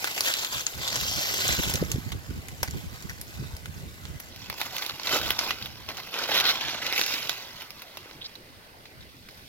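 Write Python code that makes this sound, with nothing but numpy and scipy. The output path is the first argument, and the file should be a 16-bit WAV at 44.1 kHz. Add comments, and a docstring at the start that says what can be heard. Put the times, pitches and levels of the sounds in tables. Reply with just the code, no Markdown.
"""Wind surges through dry banana leaves and buffets the two ports of a hand-held microphone.
First the leaves rustle brightly from the left; single blades snap sharply or rub on each other.
From about 1.5 s the rustle sinks while puffs and eddies thump the ports.
At 4.3 s the microphone turns and a second spell of rustling follows, fuller and nearer the front.
Toward the end the wind drops, leaving the hush of the trees around and a few faint snaps."""
import sys
import numpy as np
from scipy import signal
from scipy.fft import rfft, irfft, next_fast_len
from scipy.io import wavfile
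from scipy.ndimage import uniform_filter1d, map_coordinates

SR = 44100
rng = np.random.default_rng(int(sys.argv[2]) if len(sys.argv) > 2 else 0)


def file_out(sig):
    """Save sig as 16-bit WAV at sys.argv[1]."""
    # one column per channel
    cols = np.atleast_2d(sig).T
    # limit, then scale
    lim = np.clip(cols, -1, 1)
    pcm = np.round(lim * 32767).astype(np.int16)
    wavfile.write(sys.argv[1], SR, pcm)


N = 418068

# Surges that shake the leaves. Each row: start in seconds, length in seconds, level in dB,
# broad blades in dB over that level, fine shreds in dB over that level.
SURGES = [(0.0, 0.1, -42, -6, -17), (0.14, 0.043, -33.5, -7.5, -9), (0.225, 0.049, -27.5, -11.5, -8),
          (0.256, 0.031, -25, -11, -10), (0.356, 0.074, -33, -11, -13), (0.504, 0.091, -30, -11, -9.5),
          (0.796, 0.17, -30.5, -8, -14), (0.95, 0.75, -31, -10.5, -9), (1.376, 0.15, -33.5, -5, -13),
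          (4.56, 0.1, -43, -1.5, 0.5), (4.718, 0.2, -42, -3, -4), (5.03, 0.47, -37.5, -2.5, -5.5),
          (5.062, 0.037, -36.5, 2, -7), (5.105, 0.064, -28, -1.5, -6.5), (5.38, 0.067, -36, -7, -6),
          (5.874, 0.026, -38.5, 0.5, -8), (5.952, 0.035, -38.5, -2.5, -9), (6.117, 0.6, -34.5, -1.5, -12),
          (6.268, 0.12, -31.5, -1.5, -6.5), (6.344, 0.058, -32, -13, -6), (6.448, 0.067, -30.5, -21, -7.5),
          (6.692, 0.099, -38, -2.5, -20), (6.807, 0.34, -34.5, -2.5, -11), (6.942, 0.05, -30.5, -5, -2),
          (7.06, 0.082, -34.5, -17, -3), (7.143, 0.21, -38, -5.5, -5), (7.356, 0.28, -45, -5, -6.5)]
# Stirring between surges. Each row: time in seconds, level in dB, broad blades in dB over that level.
STIRRING = [(0.0, -36.5, -8), (0.75, -40, -6.5), (1.8, -40.5, -4.5), (2.25, -52.5, -2.5), (2.7, -50, -4.5),
            (3.2, -52.5, -2.5), (4.0, -54, -4), (4.4, -50.5, -2.5), (5.5, -42.5, -2), (5.75, -49, -4.5),
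            (6.1, -44, -5.5), (7.3, -51, -3), (7.7, -50, -2.5), (8.05, -52.5, -1), (8.5, -62, 0),
            (9.48, -54.5, -20)]
# Rustle spectra, first and second spell. Each row: frequency in Hz, relative density in dB.
BRIGHT_SPECTRUM = [(100, -31), (300, -7.5), (700, -2.5), (1100, -2.5), (1500, -1.5), (2100, -1.5),
                   (3000, -1), (5000, -1.5), (7500, -1), (8600, -15.5), (10500, -15), (13000, -11),
                   (15800, -16.5)]
FULL_SPECTRUM = [(100, -21.5), (300, -5), (550, -4), (1000, -1.5), (1750, -5), (2500, 0.5), (3900, 3.5),
                 (5500, 1), (7400, -10.5), (8600, -37), (10000, -19), (12500, -12), (15800, -20)]
# Shading of the left port, second spell. Each row: frequency in Hz, left minus right in dB.
PORT_SHADE = [(1400, -1), (2500, -2), (5000, -3), (7000, -10.5), (8500, -25.5), (10500, -0.5),
              (15000, -3.5)]
# Leaf balance as the microphone turns. 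Each row: time in seconds, left minus right in dB.
LEAF_PAN = [(0.0, -1.0), (0.55, 0.5), (2.01, -1), (4.3, -1.5), (4.72, -6), (6.78, 1), (7.08, -6.5),
            (9.48, -3)]
# Treble loss of softer or farther leaves. Each row: frequency in Hz, gain in dB.
TREBLE_LOSS = [(3000, 0), (4500, -2), (6000, -4.5), (7500, -8), (11000, 0.2)]
# Course of that loss. Each row: time in seconds, share from 0 to 1.
LOSS_SHARE = [(1.8, 0.66), (2.3, 0.35), (4.2, 0.32), (4.5, 0.056), (5.5, 0.72), (5.8, 1), (6.75, 1),
              (6.95, 0.012), (7.3, 0.59), (7.6, 0.83)]
# Snapping blades. Each row: start in seconds, crack level in dB over 10 ms, body and splinters each
# in dB over the crack, crumbling time in seconds, body pitch in Hz, crack pitch in Hz.
SNAPS = [(0.043, -29.5, 2, -4.5, 0.00035, 1550, 3400), (0.073, -34, 2, -7, 0.0048, 1380, 3830),
         (0.178, -34.5, 1.5, -8, 0.0012, 2240, 4950), (0.207, -23, -10, -5, 0.0005, 1290, 4690),
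         (0.338, -25, -12, -11, 0.0016, 1720, 3750), (0.447, -27.5, -12, -18, 0.0012, 2210, 3730),
         (0.666, -22.5, -17, -19, 0.0012, 1400, 6440), (0.877, -25.5, -26, -12, 0.006, 1890, 3830),
         (0.957, -27, -16, -10, 0.003, 1940, 6160), (1.479, -27, -22, -7, 0.0014, 1510, 6330),
         (1.525, -27, -10, -15, 0.0031, 2070, 6290), (1.738, -29, -12, -1.5, 0.003, 1680, 4350),
         (1.756, -27, -19, -8, 0.0008, 2020, 6370), (1.916, -27.5, -12, -5, 0.0022, 1980, 6500),
         (2.119, -35.5, -3.5, -9, 0.0061, 2110, 3570), (2.484, -43, -2, -2, 0.0004, 2020, 6930),
         (2.63, -27, 0, -1.5, 0.0022, 815, 5270), (2.676, -40, 0, -11, 0.0064, 2110, 4910),
         (2.709, -40, -20, -8, 0.0007, 2020, 7060), (3.024, -44.5, -10, -5, 0.002, 1890, 6680),
         (3.096, -40, -2, -5, 0.0046, 1980, 5810), (3.213, -42, -11, 6, 0.0008, 1980, 4650),
         (3.566, -45, -7, -2, 0.0006, 2020, 5080), (3.657, -43.5, 1.5, -4, 0.0015, 1510, 3490),
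         (4.053, -42.5, -6, -19, 0.0022, 2070, 3060), (4.2, -45, 1, 4.5, 0.0044, 2070, 5900),
         (4.361, -44.5, -11, -5, 0.0015, 2020, 5540), (4.499, -35.5, 2, -3, 0.0021, 2360, 4130),
         (4.527, -43, 3, -9, 0.001, 950, 5470), (4.54, -43.5, 0, -7, 0.002, 950, 5770),
         (4.603, -36, -4, -3, 0.0072, 860, 3880), (4.614, -30.5, 1, -5, 0.0012, 860, 3920),
         (4.765, -34, -5, -3, 0.0005, 2070, 3880), (4.782, -34, -7, -8, 0.001, 2020, 6760),
         (4.822, -33.5, -0.5, -6, 0.007, 2070, 3340), (4.863, -34, -13, -4, 0.0016, 2070, 3790),
         (4.894, -32, -4, -16, 0.0063, 1080, 3700), (4.997, -36, -2.5, -20, 0.0013, 990, 4740),
         (5.033, -35, -16, -12, 0.0005, 2240, 4350), (5.071, -28, -11, -19, 0.0017, 2370, 3770),
         (5.305, -25.5, -1, -2, 0.0016, 2410, 3970), (5.39, -22, -7.5, -13, 0.0007, 2110, 5300),
         (5.507, -28, 0.5, -11, 0.0005, 2070, 2820), (5.624, -34.5, -19, -12, 0.0026, 2330, 4180),
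         (5.658, -36.5, -7, -7, 0.0035, 1510, 3100), (5.888, -35.5, -2, -11, 0.0044, 2150, 4080),
         (5.97, -37, -9, -9, 0.0053, 1460, 3270), (6.188, -30, -6.5, -12, 0.0028, 1510, 5040),
         (6.237, -30.5, -10, -16, 0.0019, 1510, 3100), (6.4, -21.5, -7, -11, 0.005, 2020, 3880),
         (6.44, -28.5, -6.5, -17, 0.002, 1460, 4050), (6.453, -24.5, -7.5, -17, 0.0022, 1380, 4030),
         (6.49, -26.5, -4.5, -20, 0.0017, 1460, 3750), (6.61, -31, -5, -18, 0.002, 1550, 3100),
         (6.683, -34, -9, -26, 0.002, 2020, 3450), (6.865, -28, -6, -13, 0.0011, 1980, 2820),
         (6.925, -31.5, -0.5, -5, 0.0011, 2073, 4180), (6.961, -31, -3, -12, 0.003, 2370, 3790),
         (6.978, -28, -0.5, -8, 0.0035, 2370, 2840), (6.993, -29, -1, -10, 0.0028, 2280, 4610),
         (7.013, -26.5, -1.5, -4, 0.0019, 1510, 3940), (7.036, -28, -17, -12, 0.0032, 2020, 5560),
         (7.063, -31, -12, -3.5, 0.0006, 2370, 4240), (7.228, -36.5, -7, -11, 0.001, 2110, 4350),
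         (7.294, -25, -6.5, -9.5, 0.0015, 2110, 3760), (7.619, -47, 3.5, 1, 0.0021, 1510, 3230),
         (7.705, -42.5, -5.5, -5, 0.0028, 2370, 5000), (7.819, -45, 1, 0, 0.0038, 2330, 4180),
         (7.971, -40.5, -1, -5, 0.0029, 1150, 2840), (8.111, -48.5, -2, -20, 0.0021, 2300, 4100),
         (8.354, -42, -15, -13, 0.0027, 2020, 4130), (8.855, -48, -2.5, -15, 0.0034, 2410, 4130),
         (9.007, -48, -11, -15, 0.006, 1510, 3830), (9.287, -48, -2, -7, 0.0035, 2300, 4180)]
# Rubbing blades. Each row: start in seconds, length in seconds, level in dB, first pitch in Hz,
# last pitch in Hz, bandwidth in Hz.
RUBS = [(0.251, 0.18, -34.5, 2970, 3400, 1400), (0.255, 0.07, -35, 1650, 1550, 700),
        (0.898, 0.71, -34.5, 5490, 4580, 1890), (0.988, 0.68, -43, 3045, 2960, 600),
        (1.302, 0.5, -41, 6700, 6300, 1100), (3.088, 0.03, -41, 1736, 1630, 500),
        (6.309, 0.11, -26, 3600, 3690, 990), (6.445, 0.085, -24, 3930, 3930, 800),
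        (6.332, 0.21, -35, 1328, 1434, 450), (6.577, 0.16, -37, 3280, 3110, 1000),
        (6.796, 0.63, -40.5, 2486, 2615, 600), (6.9, 0.12, -35, 2200, 2550, 700),
        (6.935, 0.21, -37, 5600, 5720, 1500), (8.209, 0.03, -39.5, 3130, 3960, 900),
        (8.239, .034, -36.5, 4000, 4700, 1300)]
# Steady flow over the ports. Each row: time in seconds, level in dB.
FLOW = [(0.0, -58), (0.65, -56), (1.0, -48), (1.35, -44.5), (1.7, -37.5), (2.25, -45), (2.8, -46),
        (3.2, -47), (3.85, -48), (4.3, -51), (5.0, -60), (5.45, -53), (5.95, -52), (6.2, -68), (6.6, -53),
        (7.8, -67), (9.48, -58)]
# Puffs on the ports. Each row: centre in seconds, length in seconds, peak in dB.
PUFFS = [(0.565, 0.06, -44), (0.796, 0.061, -38.5), (1.025, 0.18, -39.5), (1.172, 0.049, -37.5),
         (1.506, 0.054, -30.5), (1.596, 0.021, -27.5), (1.671, 0.024, -31), (1.705, 0.019, -33),
         (1.747, 0.02, -29.5), (1.844, 0.059, -32), (1.907, 0.025, -33.5), (1.967, 0.051, -33),
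         (2.066, 0.023, -31.5), (2.13, .022, -34.5), (2.158, 0.035, -34), (2.303, 0.034, -34),
         (2.354, .04, -35), (2.391, 0.022, -34), (2.537, 0.02, -40), (2.64, 0.068, -37), (2.686, .022, -37),
         (2.753, 0.06, -33), (2.796, 0.016, -35), (2.861, 0.035, -37.5), (2.94, .02, -40),
         (3.055, 0.018, -36.5), (3.107, .035, -39.5), (3.41, 0.084, -36), (3.462, .03, -41),
         (3.53, 0.035, -45), (3.652, 0.039, -45), (3.695, 0.025, -40), (3.769, 0.053, -39),
         (3.868, 0.038, -38), (4.05, 0.02, -39), (4.096, 0.03, -39), (4.156, 0.04, -39.5),
         (4.43, .025, -43), (4.503, .035, -43), (4.938, 0.04, -48), (5.127, .05, -45), (5.277, 0.13, -40.5),
         (5.663, 0.087, -45), (5.805, 0.13, -50.5), (6.4, 0.15, -50), (6.66, 0.04, -45), (8.54, 0.071, -52),
         (9.008, 0.096, -48.5)]
# Buffeting spectrum. Each row: frequency in Hz, relative density in dB.
RUMBLE_SPECTRUM = [(15, -19), (30, -15), (65, 2), (120, 0), (180, -5.5), (300, -14.5), (500, -34.5),
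                   (1000, -60), (3000, -80)]
# Single eddies. Each row: centre in seconds, peak in dB, pitch in Hz, left minus right in dB.
EDDIES = [(1.6, -29, 120, 0), (1.675, -32, 200, 1), (1.752, -28, 460, 7), (1.82, -17, 157, -7),
          (1.827, -15.5, 403, 12), (1.948, -18, 110, -1), (1.96, -25, 332, 0), (1.986, -22.5, 208, -5),
          (2.16, -30, 100, -3), (2.31, -30, 258, -4), (2.38, -28, 140, -3), (2.736, -29, 94, 9),
          (2.781, -33, 280, 5), (2.877, -29.5, 67.6, 5), (3.402, -26.5, 121, 0), (3.428, -34, 330, 2),
          (3.544, -27.5, 70, 4), (4.165, -30.5, 89, -2), (3.837, -29, 120, -1), (4.115, -32, 95, -3),
          (8.06, -38, 430, 0)]
# Spectrum of the far trees. Each row: frequency in Hz, relative density in dB.
TREE_SPECTRUM = [(40, -2.5), (120, 0), (350, -3), (650, -4.5), (1300, -10.5), (2300, -7.5), (4600, -10.5),
                 (6200, -19.5), (7400, -21), (8600, -16), (15800, -19)]
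# Likeness of their hush at the two ports. Each row: frequency in Hz, correlation from -1 to 1.
TREE_CORRELATION = [(80, 1.0), (400, 0.89), (750, 0.073), (1400, -0.59), (2600, 0.38), (6000, -0.019)]
# Left-port notch, widening as the microphone tilts up. Each row: time in seconds, depth in dB,
# width in Hz.
NOTCH = [(4.2, -2, 700), (4.4, 12, 700), (5.15, 4, 600), (5.75, 17, 900), (6.3, 3, 600), (6.7, 12, 600),
         (7.1, 4, 600), (7.7, 17, 800), (8.1, 23, 1200), (8.6, 33, 1700), (9.1, 32, 1690), (9.48, 15, 900)]
# Housing resonances. Each row: centre in Hz, width in Hz, lift in dB.
HOUSING_MODES = [(1507, 60, 5.5), (2020, 51, 5.5), (3930, 28, 0)]

SURGE_ATTACK_S, SURGE_T60_S = 0.024, 0.23
FLAP_DB, STIR_SHREDS_DB = 1.34, -6.5
RING_Q, BODY_RING_DB, CRACK_RING_DB = 5.1, 6, 7
FLUTTER_DB, FLUTTER_REF_DB, FLUTTER_DB_PER_DB = -13.5, -34.5, 0.66
TURN_S, NOTCH_HZ, TOP_HZ = 4.3, 8760, 15950


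def rustle():
    """Leaf motion sets the level; broad blades add a papery body, fine shreds a fizz."""
    motion, blades, shreds = leaf_motion()
    bright = crackle(BRIGHT_SPECTRUM, lag_ms=0.22, spread_ms=0.055, spike_db=4.5,
                     burst_db=2.0, burst_t60_s=0.037, count=160000)
    bright = unit(bright * sides(curves(LEAF_PAN)[0]))
    full = crackle(FULL_SPECTRUM, lag_ms=0.085, spread_ms=0.036, spike_db=3.5,
                   burst_db=4.5, burst_t60_s=0.042, count=130000)
    full = unit(filtered(full, lambda hz: sides(along(PORT_SHADE, hz))))
    leaves = np.where(np.arange(N) / SR < TURN_S, bright, full)
    dull = curves(LOSS_SHARE)[0]
    leaves = (1 - dull) * leaves + dull * coloured(leaves, TREBLE_LOSS)
    body = blades * unit(band(leaves, 60, 2320))
    fizz = shreds * unit(band(leaves, 9600, 18200))
    return body + motion * unit(band(leaves, 2350, 9000)) + fizz


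def leaf_motion():
    """Gains of leaves, blades and shreds: surges rise, hold and settle; the leaves flap unevenly."""
    stir_db, blades_db = curves(STIRRING)
    power = amp([stir_db, stir_db + blades_db, stir_db + STIR_SHREDS_DB]) ** 2
    for start_s, length_s, db, blade_db, shred_db in SURGES:
        t = np.arange(int((length_s + 1) * SR)) / SR
        envelope = np.minimum(t / SURGE_ATTACK_S, 1) * decay(SURGE_T60_S, np.maximum(t - length_s, 0))
        add(power, start_s, (amp([[db], [db + blade_db], [db + shred_db]]) * envelope) ** 2)
    return np.sqrt(power) * amp(FLAP_DB * wobble(14))


def crackle(spectrum, lag_ms, spread_ms, spike_db, burst_db, burst_t60_s, count, bursts_per_s=260):
    """Tiny fractures, each from its own direction, in bursts that start at once and run out."""
    at = rng.integers(0, N, count)
    sizes = rng.choice([-1, 1], count) * amp(spike_db * np.minimum(rng.standard_normal(count), 2))
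    ticks = at_ports(at, sizes, lag_ms + spread_ms * rng.standard_normal(count), N)
    onsets = (rng.random(N) < bursts_per_s / SR) * amp(burst_db * np.minimum(rng.standard_normal(N), 2))
    tail = decay(burst_t60_s, np.arange(2048) / SR)
    bursts = np.abs(signal.fftconvolve(onsets ** 2, tail ** 2)[:N])
    ticks = patchy(ticks * np.sqrt(1.2 + bursts / bursts.mean()), depth_db=2.5, size=256, frames=3)
    # each moving leaf favours its own pitches for a while
    return coloured(patchy(ticks, depth_db=2, size=1024, frames=14), spectrum)


def snaps(count=24):
    """A blade cracks, crumbles and rings at two pitches; splinters tick, litter scatters the sound."""
    out, t = np.zeros((2, N)), np.arange(4096) / SR

    def part(x, lo_hz, hi_hz):
        """One band, with the energy of 10 ms at rms 1."""
        return unit(band(x, lo_hz, hi_hz)) * np.sqrt(SR / 100 / len(t))

    for start_s, db, body_db, splinter_db, crumble_s, body_hz, crack_hz in SNAPS:
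        turned = start_s > TURN_S
        delay_s = np.r_[0, np.minimum(rng.exponential(crumble_s, count), 0.05)]
        sizes = np.r_[1, (0.1 + 50 * crumble_s) * rng.standard_normal(count)]
        lag_ms = (0.08 if turned else 0.19) + 0.03 * rng.standard_normal(count + 1)
        cracks = at_ports(((delay_s + 0.001) * SR).astype(int), sizes, lag_ms, len(t))
        blade = (t == 0) + 0.18 * decay(0.0036, t) * rng.standard_normal(len(t))
        direct = signal.fftconvolve(cracks, blade[None], axes=1)[:, :len(t)]
        scatter = (0.06 * decay(0.024, t) + 0.037 * decay(0.12, t)) * rng.standard_normal((2, len(t)))
        spectrum = FULL_SPECTRUM if turned else BRIGHT_SPECTRUM
        snap = patchy(direct + scatter, depth_db=1.5, size=128, frames=8)
        snap = filtered(snap, lambda hz: amp(0.85 * along(spectrum, hz))
                        * resonance(hz, body_hz, body_hz / RING_Q, BODY_RING_DB)
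                        * resonance(hz, crack_hz, crack_hz / RING_Q, CRACK_RING_DB))
        splinters = amp(splinter_db) * part(cracks + 0.88 * scatter, 10800 if turned else 9300, 15300)
        body = amp(body_db) * part(snap, 267, 2770)
        pan_db = np.interp(start_s, *np.transpose(LEAF_PAN))
        add(out, start_s, amp(db) * (sides(pan_db) * (part(snap, 2550, 8800) + splinters) + body))
    return out


def rubs(slips_per_s=2000):
    """One edge catches and slips over another; each slip rings the blade, whose pitch shifts as it bends."""
    out = np.zeros((2, N))
    for start_s, length_s, db, first_hz, last_hz, width_hz in RUBS:
        n = int(length_s * SR)
        progress = np.linspace(0, 1, n)
        slips = (rng.random(n) < slips_per_s / SR) * rng.standard_normal(n)
        slips = slips * np.exp(2j * np.pi * rng.random(n))
        ring = signal.sosfilt(signal.butter(2, width_hz / 2, fs=SR, output="sos"), slips)
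        pitch_hz = first_hz + progress * (last_hz - first_hz)
        rasp = (ring * np.exp(2j * np.pi * np.cumsum(pitch_hz) / SR)).real
        rasp = unit(rasp) * np.sqrt(np.abs(np.sin(np.pi * progress)))
        lag_ms, pan_db = (0.09, -3) if start_s > TURN_S else (0.21, 0)
        right = np.roll(rasp, round(lag_ms * SR / 1000))
        add(out, start_s, amp(db) * sides(pan_db) * np.array([rasp, right]))
    return out


def buffeting():
    """Turbulence thumps each port on its own; stronger flow reaches higher in pitch."""
    level_db = wind_level_db()
    rumble = unit(coloured(rng.standard_normal((2, N)), RUMBLE_SPECTRUM))
    thumps = amp(3.6 * np.array([wobble(32), wobble(32)]))
    thumps /= np.sqrt(uniform_filter1d(thumps ** 2, size=SR // 12, axis=1))  # keeps each gust's power
    flutter = unit(band(rng.standard_normal((2, N)), 160, 480) * thumps ** 2)
    flutter *= amp(FLUTTER_DB + FLUTTER_DB_PER_DB * (level_db - FLUTTER_REF_DB))
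    return amp(level_db) * sides(pan_db=-3.5) * (unit(rumble * thumps) + flutter)


def wind_level_db():
    """Each puff swells and dies evenly on top of the steady flow."""
    power, t = amp(curves(FLOW)) ** 2, np.arange(-SR // 4, SR // 4) / SR
    for centre_s, length_s, db in PUFFS:
        add(power, centre_s + t[0], amp(db) ** 2 * np.exp(-(2 * t[None] / length_s) ** 2))
    return 10 * np.log10(power[0])


def eddies():
    """An eddy swings the pressure at each port once or twice."""
    out, t = np.zeros((2, N)), np.arange(-2048, 2048) / SR
    for centre_s, db, hz, pan_db in EDDIES:
        swing = np.sin(2 * np.pi * (hz * t + rng.random() + 0.12 * rng.standard_normal((2, 1))))
        add(out, centre_s + t[0], amp(db) * sides(pan_db) * swing * np.exp(-(hz * t / 0.59) ** 2))
    return out


def trees():
    """Hush from all around: patchy and alike at both ports in the bass, smooth and unrelated on top."""
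    def mid_side(hz):
        angle = np.arccos(along(TREE_CORRELATION, hz)) / 2
        return amp(along(TREE_SPECTRUM, hz)) * [np.cos(angle), np.sin(angle)]

    white = rng.standard_normal((2, N))
    low = band(patchy(white, depth_db=3.0, size=512, frames=10), 5, 3100)
    mid, side = filtered(low + 1.1 * band(white, 3670, 21000), mid_side)
    level_db = -51 + 0.6 * wobble(2)
    return amp(level_db) * unit(np.array([mid + side, mid - side]))


def left_notch(x):
    """The left port loses a band of treble, with a steep lower edge and a gentle upper one."""
    hz, t, bins = signal.stft(x[0], SR, nperseg=512)
    time_s, depth_db, width_hz = np.transpose(NOTCH)
    offset = (hz[:, None] - NOTCH_HZ) / np.interp(t, time_s, width_hz)
    dip = np.where(offset < 0, np.exp(-offset ** 2), 1 / (1 + offset ** 2))
    bins *= amp(-np.interp(t, time_s, depth_db) * dip)
    return np.array([signal.istft(bins, SR, nperseg=512)[1][:N], x[1]])


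def amp(db):
    """Decibels to gain."""
    return 10 ** (np.asarray(db) / 20)


def unit(x):
    """Scale to rms 1."""
    return x / np.sqrt(np.mean(x ** 2) + 1e-20)


def decay(t60_s, t):
    """Gain falling 60 dB in t60_s."""
    return amp(-60 * t / t60_s)


def along(points, hz):
    """(Hz, value) points read on a log axis."""
    knots_hz, values = np.transpose(points)
    return np.interp(np.log(hz + 1), np.log(knots_hz + 1), values)


def curves(rows):
    """One value per sample for each column after the time."""
    time_s, *columns = np.transpose(rows)
    return [np.interp(np.arange(N) / SR, time_s, column) for column in columns]


def wobble(knots_per_s):
    """Smooth random curve."""
    knots = rng.standard_normal(int(N * knots_per_s / SR) + 4)
    return map_coordinates(knots, [np.arange(N) * knots_per_s / SR])


def filtered(x, response):
    """Apply a frequency response."""
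    n = x.shape[-1]
    padded = next_fast_len(n + 4096)
    return irfft(rfft(x, padded) * response(np.fft.rfftfreq(padded, 1 / SR)), padded)[..., :n]


def coloured(x, spectrum):
    """Filter by (Hz, dB) points."""
    return filtered(x, lambda hz: amp(along(spectrum, hz)))


def band(x, lo_hz, hi_hz):
    """Band-pass with soft edges."""
    return filtered(x, lambda hz: 1 / (1 + (hz / hi_hz) ** 10) - 1 / (1 + (hz / lo_hz) ** 10))


def resonance(hz, centre_hz, width_hz, lift_db):
    """Response of one resonant peak."""
    return 1 + (amp(lift_db) - 1) * 1j * hz * width_hz / (centre_hz ** 2 - hz ** 2 + 1j * hz * width_hz)


def patchy(x, depth_db, size, frames):
    """Random gain patches in time and frequency."""
    bins = signal.stft(x, nperseg=size)[2]
    field = uniform_filter1d(rng.standard_normal(bins.shape[1:]), size=4, axis=0)
    field = uniform_filter1d(field, frames, axis=1)
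    return signal.istft(bins * amp(depth_db * unit(field)), nperseg=size)[1][:, :x.shape[-1]]


def sides(pan_db):
    """Left and right gains for a level difference."""
    return amp(np.array([[0.5], [-0.5]]) * pan_db)


def at_ports(at, sizes, lag_ms, length):
    """Impulses at sample positions; each reaches the right port lag_ms later."""
    right = np.clip(at + np.round(lag_ms * SR / 1000).astype(int), 0, length - 1)
    return np.array([np.bincount(at, sizes, length), np.bincount(right, sizes, length)])


def add(track, start_s, sound):
    """Mix a sound in."""
    start = max(round(start_s * SR), 0)
    track[:, start:start + sound.shape[1]] += sound[:, :N - start]


def scene():
    """Leaves, wind on the ports, far trees."""
    return rustle() + rubs() + snaps() + buffeting() + eddies() + trees()


def record(dry):
    """Left-port notch, faint housing ring, band limit."""
    housing = lambda hz: np.prod([resonance(hz, *mode) for mode in HOUSING_MODES], axis=0)
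    return filtered(left_notch(dry), lambda hz: housing(hz) * (hz < TOP_HZ))


dry = scene()
out = record(dry)
file_out(out)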